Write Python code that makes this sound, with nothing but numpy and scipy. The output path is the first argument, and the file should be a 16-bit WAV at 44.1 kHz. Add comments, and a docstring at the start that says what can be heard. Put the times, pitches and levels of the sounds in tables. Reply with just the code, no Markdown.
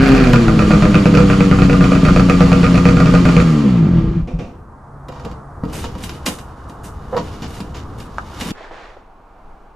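"""A two-stroke snowmobile revs high, falls to a lumpy idle, is switched off and runs down.
It stands on a pickup's loading ramp. Every opening of its exhaust port puffs into the pipe, but the idle
fires only in bouts: a pop, its afterburn, often a second pop. The rider climbs off: boots knock and
scrape on the truck bed and the aluminium ramp, over light wind and far traffic. Then the scene jumps to
a quieter spot, where a jacket rustles."""
import sys
import numpy as np
from scipy import signal
from scipy.fft import rfft, irfft, next_fast_len
from scipy.io import wavfile
from scipy.ndimage import uniform_filter1d

SR = 44100
rng = np.random.default_rng(int(sys.argv[2]) if len(sys.argv) > 2 else 0)


def master(y):
    """Save y as 16-bit WAV."""
    cut = np.clip(np.atleast_2d(y).T, -1, 1)
    pcm = np.round(cut * 32767)  # scale
    wavfile.write(sys.argv[1], SR, pcm.astype(np.int16))


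N = 429975
T = np.arange(N) / SR


def gain(db):
    """Turn decibels into a number to multiply by."""
    return 10 ** (np.asarray(db) / 20)

def unit(x):
    """Scale a signal to an average size (rms) of 1."""
    return x / np.sqrt(np.mean(x ** 2))

def curve(table):
    """Join rows of (time, value) with straight lines."""
    return np.interp(T, *np.transpose(table))

def wander(per_s):
    """Glide between random values, per_s of them a second."""
    return unit(np.interp(T * per_s, np.arange(N), rng.standard_normal(N)))

def colour(points, resonances=(), size=16384):
    """Make a filter (an impulse response) from a tone curve with resonant peaks on top."""
    f = np.arange(size // 2 + 1) * SR / size
    hz, db = np.transpose(points)
    db = np.interp(np.log(f + 1), np.log(hz), db)
    for centre, width, lift in resonances:
        db = db + lift / (1 + (2 * (f - centre) / width) ** 2)
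    # make the filter ring after a hit, never before it
    cepstrum = irfft(np.log(gain(db)))
    cepstrum[1:size // 2] *= 2
    cepstrum[size // 2 + 1:] = 0
    impulse = irfft(np.exp(rfft(cepstrum)))
    return impulse / np.linalg.norm(impulse)

def through(x, impulse):
    """Pass a sound through a filter."""
    return signal.oaconvolve(x, impulse)[:N]

def noise(points, resonances=()):
    """Steady noise shaped by a tone curve."""
    return unit(through(rng.standard_normal(N), colour(points, resonances)))

def decay(t60, size=16384):
    """A fade that falls 60 dB in t60 seconds."""
    return np.exp(-np.log(1000) * T[:size] / max(t60, 1e-3))

def burst(t60, size=16384):
    """A fading puff of noise."""
    return rng.standard_normal(size) * decay(t60, size)

def swell(start, length, attack, release):
    """A level that rises, holds and dies away; all times in seconds."""
    return np.clip((T - start) / attack, 0, 1) * np.exp(-np.maximum(T - start - length, 0) / release)

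def ring(modes, detune=0.023, size=16384):
    """One blow sets an object's notes ringing, a little differently at each contact point."""
    notes = np.zeros(size)
    for hz, db, t60 in modes:
        sign = rng.choice([-1, 1])
        pitch = hz * (1 + detune * rng.standard_normal())
        notes += gain(db) * sign * decay(t60) * np.sin(2 * np.pi * pitch * T[:size])
    return unit(notes) * np.sqrt(1024 / size)

def add(out, s, sound):
    """Mix a sound in at s seconds."""
    i = max(int(s * SR), 0)
    out[i:i + len(sound)] += sound[:N - i]

def taps(hits, tone, rattle_db, rattle_t60):
    """Light hits: each is a click with a short rattle after it."""
    clicks = np.zeros(N)
    for s, db in hits:
        add(clicks, s, gain([db]))
        add(clicks, s, gain(db + rattle_db) * burst(rattle_t60))
    return through(clicks, colour(tone))


# tone of the street at the quieter spot: f/Hz, level/dB
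QUIET_TONE = [(8.8, -28), (15, -1.5), (27, -9), (114, -30), (370, -28), (584, -30.5), (778, -23.5),
              (1380, -32.5), (1940, -47), (2180, -45.5), (3250, -54.5), (14000, -72)]
def quiet_street():
    """Faint street noise that sways a little."""
    return noise(QUIET_TONE) * gain(-41.5 + 0.8 * wander(4))

# tone of far traffic: f/Hz, level/dB
TRAFFIC_TONE = [(12, -35), (20, -18), (49, 3.5), (103, -10.5), (136, -8.5), (180, -29.5), (207, -8),
                (382, -21), (533, -19.5), (704, -14), (1200, -14.5), (1580, -24), (2140, -39),
                (2750, -50.5), (9630, -51), (15500, -77.5)]
# how loud the traffic is: t/s, level/dB
TRAFFIC_LEVEL = [(4.6, -42), (5.25, -35.5), (5.8, -35.5), (6.6, -36), (7.6, -34.5), (8.5, -35.5)]
def traffic():
    """Far traffic murmurs and slowly swells."""
    return noise(TRAFFIC_TONE) * gain(curve(TRAFFIC_LEVEL) + 0.8 * wander(4))

def hum(hz=140, db=-40.5):
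    """A low hum wavers for a second after the engine stops."""
    tone = unit(np.sin(2 * np.pi * hz * T + 0.58 * wander(5.8)))
    return gain(db) * tone * swell(4.7, 0.93, attack=0.25, release=0.04)

# tone of the wind: f/Hz, level/dB
WIND_TONE = [(15, -4.5), (35, -13), (70, -1), (130, -6.5), (250, -16.5), (500, -18), (1000, -63)]
# how loud the wind is: t/s, level/dB
GUSTS = [(4.55, -35.5), (4.8, -44), (5.28, -35), (5.45, -43), (5.75, -25.5), (6.55, -39), (7.24, -30.5),
         (8.03, -31.5), (8.3, -37.5), (8.5, -33)]
def wind():
    """Gusts rumble on the microphone."""
    return noise(WIND_TONE) * gain(curve(GUSTS))

# swishes of the jacket: t/s, length/s, level/dB
SWISHES = [(8.517, 0.04, -46.5), (8.55, 0.12, -42), (8.698, 0.18, -41)]
# tone of its cloth: f/Hz, level/dB
CLOTH_TONE = [(150, -17), (450, 1), (900, -1), (1800, -2), (2500, -10.5), (4000, -16), (7000, -27.5),
              (10000, -42), (15000, -70)]
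def jacket():
    """Stiff cloth creases and folds as its wearer turns."""
    moving = sum(gain(db) * swell(s, length, 0.035, 0.072) for s, length, db in SWISHES)
    return noise(CLOTH_TONE) * moving * unit(gain(wander(500) + wander(59)))

# finger taps: t/s, level/dB
FINGER_TAPS = [(8.606, -16), (8.71, -15), (8.728, -27), (8.967, -18)]
# tone of the grip: f/Hz, level/dB
GRIP_TONE = [(100, -21), (350, 1), (640, 5), (1000, -7), (2000, -22), (5000, -40), (15000, -70)]
def fingers():
    """Fingers shift and tap on the camera's grip."""
    return taps(FINGER_TAPS, GRIP_TONE, rattle_db=-15, rattle_t60=0.052)

# tinks of the zip: t/s, level/dB
ZIP_TINKS = [(8.522, -58), (8.578, -56)]
# the note of its tag: f/Hz, level/dB, ring time/s
ZIP_NOTE = [(2630, 0, 0.2)]
def zip_tag():
    """The jacket's zip tag rings with one high note."""
    tinks = np.zeros(N)
    for s, db in ZIP_TINKS:
        add(tinks, s, gain(db) * ring(ZIP_NOTE, detune=0))
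    return tinks

# how loud the rider's clothes rustle: t/s, level/dB
RUSTLE = [(5.6, -68), (5.7, -44), (6.4, -49), (6.55, -57), (7.05, -53), (7.25, -40), (7.65, -48.5),
          (7.9, -54), (8.15, -49), (8.3, -45), (8.39, -36)]
# slides of boots and clothes: t/s, length/s, rub/dB, grit/dB
SLIDES = [(5.106, 0.21, -48.5, -75), (5.722, 0.072, -32, -40), (5.785, 0.074, -35, -59),
          (5.972, 0.18, -38, -51.5), (6.02, 0.021, -36, -40.5), (6.254, 0.014, -23, -29),
          (6.375, 0.012, -42, -47.5), (6.68, 0.021, -65, -56.5), (6.829, 0.029, -42, -47),
          (7.16, 0.017, -31, -67), (7.413, 0.03, -34, -56), (7.467, 0.15, -40.5, -52.5),
          (7.738, 0.031, -35.5, -57), (7.974, 0.048, -44, -55), (8.391, 0.1, -30, -42)]
# tone of rubbing: f/Hz, level/dB
RUB_TONE = [(120, -53.5), (200, 4), (347, -2), (440, -8), (567, -8), (912, -9.5), (1610, -13.5),
            (2870, -17), (7000, -24), (9100, -68), (15400, -120)]
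# tone of grit underfoot: f/Hz, level/dB
GRIT_TONE = [(3000, -36), (6000, -2.5), (8000, -3.5), (11000, -8), (13500, -13), (16000, -42)]
# tone of a hard contact: f/Hz, level/dB
CRACK_TONE = [(300, -58.5), (900, 9), (1400, 9.5), (2750, 4), (5400, 5), (7500, 4.5), (10000, -26),
              (15000, -34)]
# high pitches that the ramp boosts: f/Hz, width/Hz, boost/dB
RAMP_PEAKS = [(2400, 170, 0), (2940, 120, 8), (3690, 180, 5.5), (5100, 730, 2)]
def scuffs(grains_per_s=400):
    """Soles slide over the ramp, ringing its rungs and crushing grit; clothes rustle in between."""
    rub = gain(curve(RUSTLE)) * (T > RUSTLE[0][0])
    grit = rub * gain(-17)
    for s, length, rub_db, grit_db in SLIDES:
        slide = swell(s, length, attack=0.013, release=0.045)
        rub = np.maximum(rub, gain(rub_db) * slide)
        grit = np.maximum(grit, gain(grit_db) * slide)
    grains = unit((rng.random(N) < grains_per_s / SR) * rng.choice([-1, 1], N))
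    crunch = gain(-7) * through(grains * rub, colour(CRACK_TONE, RAMP_PEAKS))
    sand = gain(-1) * through(grains * grit, colour(GRIT_TONE))
    scrape = noise(RUB_TONE, RAMP_PEAKS) * rub + noise(GRIT_TONE) * grit
    return (scrape + crunch + sand) * gain(1.2 * wander(45))

# creaks of a rung: t/s, length/s, f/Hz, level/dB
CREAKS = [(5.086, 0.024, 513, -29), (5.256, 0.023, 450, -26.5), (7.123, 0.033, 514, -16),
          (7.151, 0.036, 480, -15)]
def creaks():
    """A loaded rung sticks and slips in short, unsteady tones."""
    out = np.zeros(N)
    for s, length, hz, db in CREAKS:
        phase = (2 * np.pi * hz * T + 0.64 * wander(900))[:int(length * SR)]
        tone = np.sin(phase) + 0.3 * np.sin(2 * phase)
        add(out, s, gain(db) * signal.windows.tukey(len(phase)) * tone)
    return out

# heel taps: t/s, level/dB
HEEL_TAPS = [(8.1836, 5.5), (8.1867, -3)]
# their tone: f/Hz, level/dB
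HEEL_TONE = [(200, -21), (600, -5), (1000, 5), (1500, 2.5), (2000, -16), (3500, -26), (7000, -32),
             (15000, -63)]
def heel():
    """A heel lands on the foot of the ramp and bounces."""
    return taps(HEEL_TAPS, HEEL_TONE, rattle_db=-29, rattle_t60=0.071)

# knocks of boots and sled: t/s, crack/dB, bed thud/dB, ramp clank/dB
KNOCKS = [(0.3319, -23.5, -41, -23), (5.0848, -41, -49, -41), (5.123, -51, -57, -36.5),
          (5.16, -55, -55, -38), (5.197, -50, -50, -38), (5.249, -39.5, -29.5, -34),
          (5.313, -46.5, -37, -40), (5.6358, -49, -17, -32.5), (5.6517, -48, -45, -45),
          (5.7521, -40, -41, -45), (5.8411, -33.5, -32, -29), (5.9526, -45, -29.5, -36),
          (6.0373, -31, -30, -62), (6.0937, -32.5, -42, -50), (6.262, -19, -57, -38),
          (6.2761, -29, -24, -28), (6.387, -38, -48, -49), (6.6962, -45, -38, -47), (6.856, -48, -33, -48),
          (7.1657, -37, -38, -23.5), (7.1764, -35, -43, -22), (7.1935, -52, -23, -29),
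          (7.421, -37.5, -25, -44), (7.603, -35, -25, -35), (7.7464, -56, -51, -42), (7.902, -58, -35, -51),
          (8.002, -39.5, -54, -59), (8.41, -27.5, -31, -37), (8.458, -43, -26, -35), (8.505, -31, -22, -41)]
# low notes of the truck bed: f/Hz, level/dB, ring time/s
BED_NOTES = [(142, -3.5, 0.22), (176, 7.5, 0.22), (215, 5.5, 0.17), (254, 1, 0.3), (304.2, -0.5, 0.4),
             (348, -19.5, 0.13), (442, -7, 0.79)]
# notes of the ramp: f/Hz, level/dB, ring time/s
RAMP_NOTES = [(497, 8, 0.25), (579, -1, 0.18), (690, 4, 0.13), (860, 1, 0.089), (970, 8.5, 0.15),
              (1110, 6.5, 0.099), (1278, 6.5, 0.07), (1420, -5, 0.12), (1860, -2.5, 0.083),
              (2290, -5.5, 0.062), (2900, -17.5, 0.15), (4200, -17, 0.085), (4500, -11.5, 0.13)]
# bright notes of its rungs: f/Hz, level/dB, ring time/s
RUNG_NOTES = [(2422, -3, 0.15), (2740, -1.5, 0.16), (2930, -2, 0.13), (3190, -1.5, 0.11),
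              (3870, -1.5, 0.12), (4780, -6, 0.12), (5383, -9, 0.15), (7360, -11, 0.14)]
def knocks():
    """Each knock snaps, crunches grit, thuds in the truck bed and clanks in the ramp and its rungs."""
    cracks, body = np.zeros((2, N))
    for s, crack, thud, clank in KNOCKS:
        add(cracks, s, gain(crack + 4) * burst(0.03) + gain(crack - 3) * burst(0.1))  # snap and tail
        add(body, s, gain(thud) * ring(BED_NOTES) + gain(clank) * ring(RAMP_NOTES))
        add(body, s, gain(crack - 9) * ring(RUNG_NOTES, detune=0.004))
    grit = gain(-11) * through(cracks, colour(GRIT_TONE))
    return body + through(cracks, colour(CRACK_TONE, RAMP_PEAKS)) + grit

# engine speed, as port openings a second: t/s, f/Hz
SPEED = [(0.0, 136), (0.2, 133), (0.34, 119.3), (0.55, 105.8), (0.89, 100.7), (1.31, 96.1), (1.85, 91.6),
         (2.43, 90.2), (2.69, 88.7), (2.78, 89.4), (3.01, 89.4), (3.41, 85), (3.608, 71.9), (3.8, 55),
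         (3.9, 44.3), (3.97, 41.5), (4.02, 33), (4.09, 26.7), (4.2, 20)]
def crank(surge=0.021):
    """How often the exhaust port opens; the crank speeds up a little with each bout of pops."""
    return curve(SPEED) * (1 + surge * kicks(rise_s=0.046))

def strength(rate, full_hz, power, release):
    """An engine part gets quieter below the speed full_hz and dies away once the crank stalls."""
    stalled_s = np.maximum(T - SPEED[-1][0], 0)
    return np.minimum(rate / full_hz, 1) ** power * np.exp(-stalled_s / release)

# clanks of the clutch: t/s, level/dB
CLANKS = [(4.282, -28.5), (4.396, -28)]
# its notes: f/Hz, level/dB, ring time/s
CLUTCH_NOTES = [(252.6, 2, 0.52), (477, 3, 0.1), (500, -1.5, 0.51), (702, -7.5, 0.6), (1140, -12, 0.28),
                (2390, -15, 0.27), (2498, -20, 0.35), (2900, -25, 0.32), (3670, -23, 0.37),
                (5520, -32, 0.45)]
def clutch():
    """The clutch takes up its slack as the crank rocks back."""
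    clanks = np.zeros(N)
    for s, db in CLANKS:
        add(clanks, s, gain(db) * ring(CLUTCH_NOTES, detune=0.0044))
    return clanks

# the engine's last strokes: t/s, boom/dB, pipe tone/dB, sigh/dB
LAST_STROKES = [(4.075, -14, -18, -37), (4.16, -24, -8, -38), (4.218, -13.5, -19, -25.5),
                (4.333, -14, -14.5, -22)]
# tone of the sigh: f/Hz, level/dB
SIGH_TONE = [(150, 15), (350, 4.5), (700, 1.5), (1100, -10), (1800, -16.5), (2600, -12), (3800, -23.5),
             (6000, -24.5), (14000, -55)]
def last_strokes(boom_hz=42, pipe_hz=163.5, rise_s=0.013, sigh_lag_s=0.056):
    """As the crank stops, each squeeze of a piston chugs in the pipe and unburnt air sighs out."""
    chugs, air = np.zeros((2, N))
    t = T[:8192]
    push = t / rise_s * np.exp(1 - t / rise_s)
    for s, boom, tone, sigh in LAST_STROKES:
        add(chugs, s, push * gain(boom) * np.sin(2 * np.pi * boom_hz * t))
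        add(chugs, s, push * gain(tone) * np.sin(2 * np.pi * pipe_hz * t))
        add(air, s + sigh_lag_s, gain(sigh) * burst(0.46))
    return chugs + through(air, colour(SIGH_TONE))

# tone of the moving parts: f/Hz, level/dB
CLATTER_TONE = [(100, -18), (300, 11), (600, 4.5), (900, -1), (1300, -1.5), (1900, -4), (3000, -5),
                (4500, -12), (7000, -17), (8500, -25), (11000, -30), (13500, -37.5), (16000, -61.5)]
# pitches that the engine's metal boosts: f/Hz, width/Hz, boost/dB
METAL_PEAKS = [(1205, 140, 9), (1343, 43, 1.5), (2580, 140, -1), (4340, 150, 1.5), (4530, 150, 5),
               (5590, 67, 4.5), (6690, 160, 6.5), (7210, 150, 9), (7660, 91, 5.5), (9050, 110, 2.5),
               (10060, 220, 10.5)]
def clatter(cycles, rate, treble_hz=2200):
    """Pistons and clutch rattle, hardest after each port opening and bout, duller as the crank slows."""
    slap = 1 + 0.26 * np.exp(-(cycles % 1) / 0.84)
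    rattle = noise(CLATTER_TONE, METAL_PEAKS) * slap
    hood = burst(0.2)  # the hood colours the rattle
    rattle = unit(rattle + 0.5 * through(rattle, hood / np.linalg.norm(hood)))
    lows = signal.sosfilt(signal.butter(1, treble_hz, fs=SR, output="sos"), rattle)
    body = lows * strength(rate, full_hz=85.2, power=1.055, release=0.03)
    treble = (rattle - lows) * strength(rate, full_hz=85.2, power=3.6, release=0.03)
    return (body + treble) * gain(-24.5 + 3 * kicks(rise_s=0.12) + 0.75 * wander(30.42))

# tone of rushing gas: f/Hz, level/dB
RASP_TONE = [(350, -43), (600, -15), (731, 11), (927, -14.5), (1470, 6), (2130, -7.5), (2430, -2),
             (3560, -16.5), (4510, -9.5), (6180, -34), (14000, -59)]
def rasp(cycles, rate):
    """At high revs gas tears through the ports; the rasp fades fast as the crank slows."""
    pulses = unit(np.exp(-(cycles % 1) / 0.7))
    return noise(RASP_TONE) * pulses * (rate / rate.max()) ** 7 * gain(-21)

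def echo(x, round_trip_s=0.007, direct=0.85):
    """Sound bounces between the truck and the concrete, smearing each pulse in time."""
    bounces = np.zeros(8192)
    bounces[0] = direct
    for k in range(1, 12):
        bounces[int(k * round_trip_s * SR)] = (1 - direct ** 2) * (-direct) ** (k - 1)
    return through(x, bounces)

def hood_drone(flow, hz=328.6, t60=0.29):
    """The hood drones as overtones of the slowing puffs sweep through its own note."""
    fade = decay(t60)
    note = 2 * fade * np.sin(2 * np.pi * hz * T[:len(fade)]) / fade.sum()
    return through(flow, note) * gain(-8.5) * swell(3.7, 0.44, attack=0.18, release=0.05)

# overtones of the puffs: multiple of the port rate, level/dB
PUFF_OVERTONES = [(1, -9), (2, -2), (3, 0), (4, -1.5), (5, -5), (7, -6.5), (10, -13.5), (16, -6.5)]
# overall tone of the puffs: f/Hz, level/dB
PUFF_TONE = [(15, -27.5), (40, 3), (65, -16.5), (90, 0), (130, -7.5), (190, 2.5), (270, -1), (340, -9.5),
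             (430, -12), (700, -33), (1200, -27), (3000, -67.5)]
# pitches that pipe and silencer boost: f/Hz, width/Hz, boost/dB
PIPE_PEAKS = [(38.1, 7.8, 12), (60.2, 14, 16.5), (125, 7.9, 14.5), (163, 28, 14.5), (224.3, 33, 3),
              (283, 30, 2), (333.4, 19, 6), (485.5, 23.5, 13.5), (609.5, 35, 13.5), (746, 104, 15),
              (1010, 54, 12), (1181, 30, 13), (1232, 30, 17.5), (1334, 38, 13.5), (1418, 38, 13.5),
              (1517, 26, 2), (1877, 87, 11), (2390, 300, 11.5)]
RACING_HZ = 125  # above this port rate the engine fires steadily
def puffs(cycles, rate, switch_off_s=3.43):
    """Every port opening, fired or not, breathes into the pipe; once switched off, the puffs even out."""
    unrest = np.interp(T, [switch_off_s, switch_off_s + 0.042], [1, 0.15])
    angle = 2 * np.pi * (cycles + 0.011 * unrest * wander(90))
    multiples, db = np.transpose(PUFF_OVERTONES)
    flow = sum(gain(np.interp(k, multiples, db)) * np.sin(k * angle) for k in range(1, 17))
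    # swirling gas makes every puff a little different and keeps the pipe ringing
    swirl = gain(-7.5) * unrest * wander(1100)
    uneven_flow = flow * gain(3.5 * unrest * wander(120)) + swirl
    drone = echo(through(uneven_flow, colour(PUFF_TONE, PIPE_PEAKS)))
    energy = uniform_filter1d(drone ** 2, size=6000)
    steady_drone = drone / np.sqrt(np.abs(energy) + 1e-9)
    racing = uniform_filter1d(1. * (rate > RACING_HZ), size=4000)
    level = strength(rate, full_hz=41.77, power=1.74, release=0.07) * gain(-10 + 3 * racing)
    return steady_drone * level + hood_drone(flow)

# bouts of the idle, about nine a second: t/s, first pop/dB, afterburn/dB, second pop/dB
BOUTS = [(0.3338, -6, -12.5, -10), (0.4807, -8, -23.5, -33.5), (0.5918, -7.5, -23.5, -12),
         (0.706, -7, -7.5, -9), (0.823, -8.5, -15, -10), (0.9435, -8, -5, -28), (1.056, -8, -13, -26.5),
         (1.1405, -10.5, -7, -27), (1.1727, -6, -15.5, -9.5), (1.2998, -9.5, -12, -15),
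         (1.4051, -9.0, -19.5, -26), (1.513, -6.5, -26, -19.5), (1.5875, -9.5, -24, -8.5),
         (1.6968, -10, -14, -10), (1.808, -10, -28, -9.5), (1.918, -10.5, -14.5, -10),
         (2.0509, -8, -11.5, -8.5), (2.1616, -8.5, -12, -10), (2.286, -14.0, -3, -27.5),
         (2.4062, -7.0, -9, -21), (2.5179, -8.5, -7, -26.5), (2.631, -9.5, -9.5, -10.5),
         (2.7431, -10.5, -8.5, -10), (2.8542, -6.5, -12, -9), (2.968, -11.0, -26.5, -8),
         (3.0581, -10, -14.5, -24), (3.139, -8, -9, -25), (3.253, -7, -16.5, -11.5),
         (3.366, -6.5, -17.5, -11)]
def firings(cycles, rate):
    """List when the fuel fires, as rows of t/s, level/dB, extra boom/dB, extra ring/dB."""
    fires = (np.diff(cycles // 4) > 0) & (rate[1:] > RACING_HZ)  # every fourth opening at high revs
    rows = [(s, -8, -24.5, -9) for s in T[1:][fires]]
    for s, first, afterburn, second in BOUTS:
        period = 1 / np.interp(s, T, rate)
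        rows += [(s, first, 3, 0), (s + period, afterburn, -6, -2), (s + 3 * period, second, 3, 0)]
    return rows

def kicks(rise_s):
    """The push on the crank peaks after every bout and sags before the next."""
    push = np.zeros(N)
    age = T[:16384] / rise_s
    for s, *_ in BOUTS:
        add(push, s, age * np.exp(1 - age))
    return push - uniform_filter1d(push, size=10000)

# tone of a pop's boom: f/Hz, level/dB
BOOM_TONE = [(15, 4.5), (30, 1.5), (60, -4.5), (95, 0.5), (150, 2), (230, -0.5), (350, -19), (500, -8),
             (800, -29), (1500, -16.5), (4000, -91.5)]
# tone of its sharp shock front: f/Hz, level/dB
SHOCK_TONE = [(150, 0.5), (400, -6.5), (650, 1.5), (900, -10.5), (1300, 3.5), (2500, 17), (3500, -35),
              (7000, -50), (16000, -68)]
# pitches that the silencer's outlet boosts: f/Hz, width/Hz, boost/dB
OUTLET_PEAKS = [(500, 90, 5), (1300, 220, 4.5), (2520, 300, 4.5)]
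# tone of the crack of gas: f/Hz, level/dB
GAS_TONE = [(150, 11), (400, 2.5), (650, 6), (900, -15), (1300, -0.5), (2000, -3.5), (2700, -3.5),
            (3300, -13.5), (4600, -12), (6500, -24.5), (9000, -31.5), (13000, -42), (16000, -58)]
# tone of the tail left in the pipe: f/Hz, level/dB
TAIL_TONE = [(150, -7), (450, 9.5), (650, -2.5), (900, -6), (1300, 2.5), (1900, -0.5), (2700, -5.5),
             (3500, -13.5), (6500, -9.5), (14000, -48.5)]
# notes of the silencer's shell: f/Hz, level/dB, ring time/s
SHELL_NOTES = [(483.1, 3.5, 0.26), (596, -6.5, 0.11), (1197, -3, 0.17), (1221, -2, 0.19),
               (1322, -2.5, 0.11), (1430, -5, 0.11), (1530, -15, 0.11), (2405, -7.5, 0.049),
               (2560, -2.5, 0.06)]
def pops(cycles, rate, boom_lag_s=0.001975):
    """Each firing booms down the pipe with a shock front and a crack of gas, and rings the silencer."""
    boom, shock, gas, tail, shell = np.zeros((5, N))
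    for s, db, boom_db, ring_db in firings(cycles, rate):
        add(boom, s + boom_lag_s, gain([db + boom_db + 28]))
        add(shock, s, gain([db + 7.5]))
        add(gas, s, gain(db - 1) * burst(0.02))
        add(tail, s, gain(db - 12) * burst(0.099))
        add(shell, s, gain(db + ring_db - 11) * ring(SHELL_NOTES, detune=0.0027))
    exhaust = through(boom, colour(BOOM_TONE, PIPE_PEAKS))
    exhaust += through(shock, colour(SHOCK_TONE, OUTLET_PEAKS))
    exhaust += through(gas, colour(GAS_TONE, METAL_PEAKS))
    exhaust += through(tail, colour(TAIL_TONE, PIPE_PEAKS))
    return shell + echo(exhaust)

# how wide the sound is, most in the treble: f/Hz, side minus middle/dB
WIDTH = [(30, -48.5), (65, -34.5), (110, -25.5), (200, -21.5), (400, -11), (800, -9.5), (1400, -6.5),
         (4000, -5.5), (9000, -5.5), (13000, -3)]
# how the two microphones differ in tone: f/Hz, left minus right/dB
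LEFT_RIGHT = [(100, 0.5), (200, -0.7), (700, -1.5), (1290, 2), (2380, -2.5), (4400, -2), (8100, 0),
              (12000, 4)]
def stereo(x):
    """Reflections off the truck and the houses reach two close microphones differently."""
    scatter = burst(0.16)
    reflections = through(x, scatter / np.linalg.norm(scatter))
    widths = gain(np.interp(np.linspace(0, SR / 2, 1024), *np.transpose(WIDTH)))
    side = gain(-1) * np.sqrt(np.mean(widths ** 2)) * through(reflections, colour(WIDTH))
    size = next_fast_len(N)
    lean_db = np.interp(np.arange(size // 2 + 1) * SR / size, *np.transpose(LEFT_RIGHT))
    spectra = rfft([x + side, x - side], size) * gain([lean_db / 2, -lean_db / 2])
    return irfft(spectra, size)[:, :N]

def scene(jump_s=8.521):
    """Snowmobile and rider on a driveway, then a jump to the quieter spot."""
    rate = crank()
    cycles = np.cumsum(rate) / SR  # counts the port openings
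    engine = puffs(cycles, rate) + pops(cycles, rate) + rasp(cycles, rate) + clatter(cycles, rate)
    stopping = last_strokes() + clutch()
    rider = knocks() + creaks() + heel() + scuffs()
    driveway = traffic() + hum() + wind() + rider + stopping + engine
    quiet_spot = quiet_street() + jacket() + fingers() + zip_tag()
    before_jump = np.clip((jump_s - T) / 0.004, 0, 1)
    return stereo(before_jump * driveway + (1 - before_jump) * quiet_spot)

def record(dry, low_hz=6, top_hz=15200):
    """Block the lowest rumble, round off the loudest peaks and cut the highest treble."""
    dry = signal.sosfilt(signal.butter(1, low_hz, "high", fs=SR, output="sos"), dry, axis=-1)
    rounded = dry / (1 + np.abs(dry) ** 6) ** (1 / 6)
    return signal.sosfilt(signal.ellip(8, .2, 70, top_hz, fs=SR, output="sos"), rounded, axis=-1)


dry = scene()
out = record(dry)
master(out)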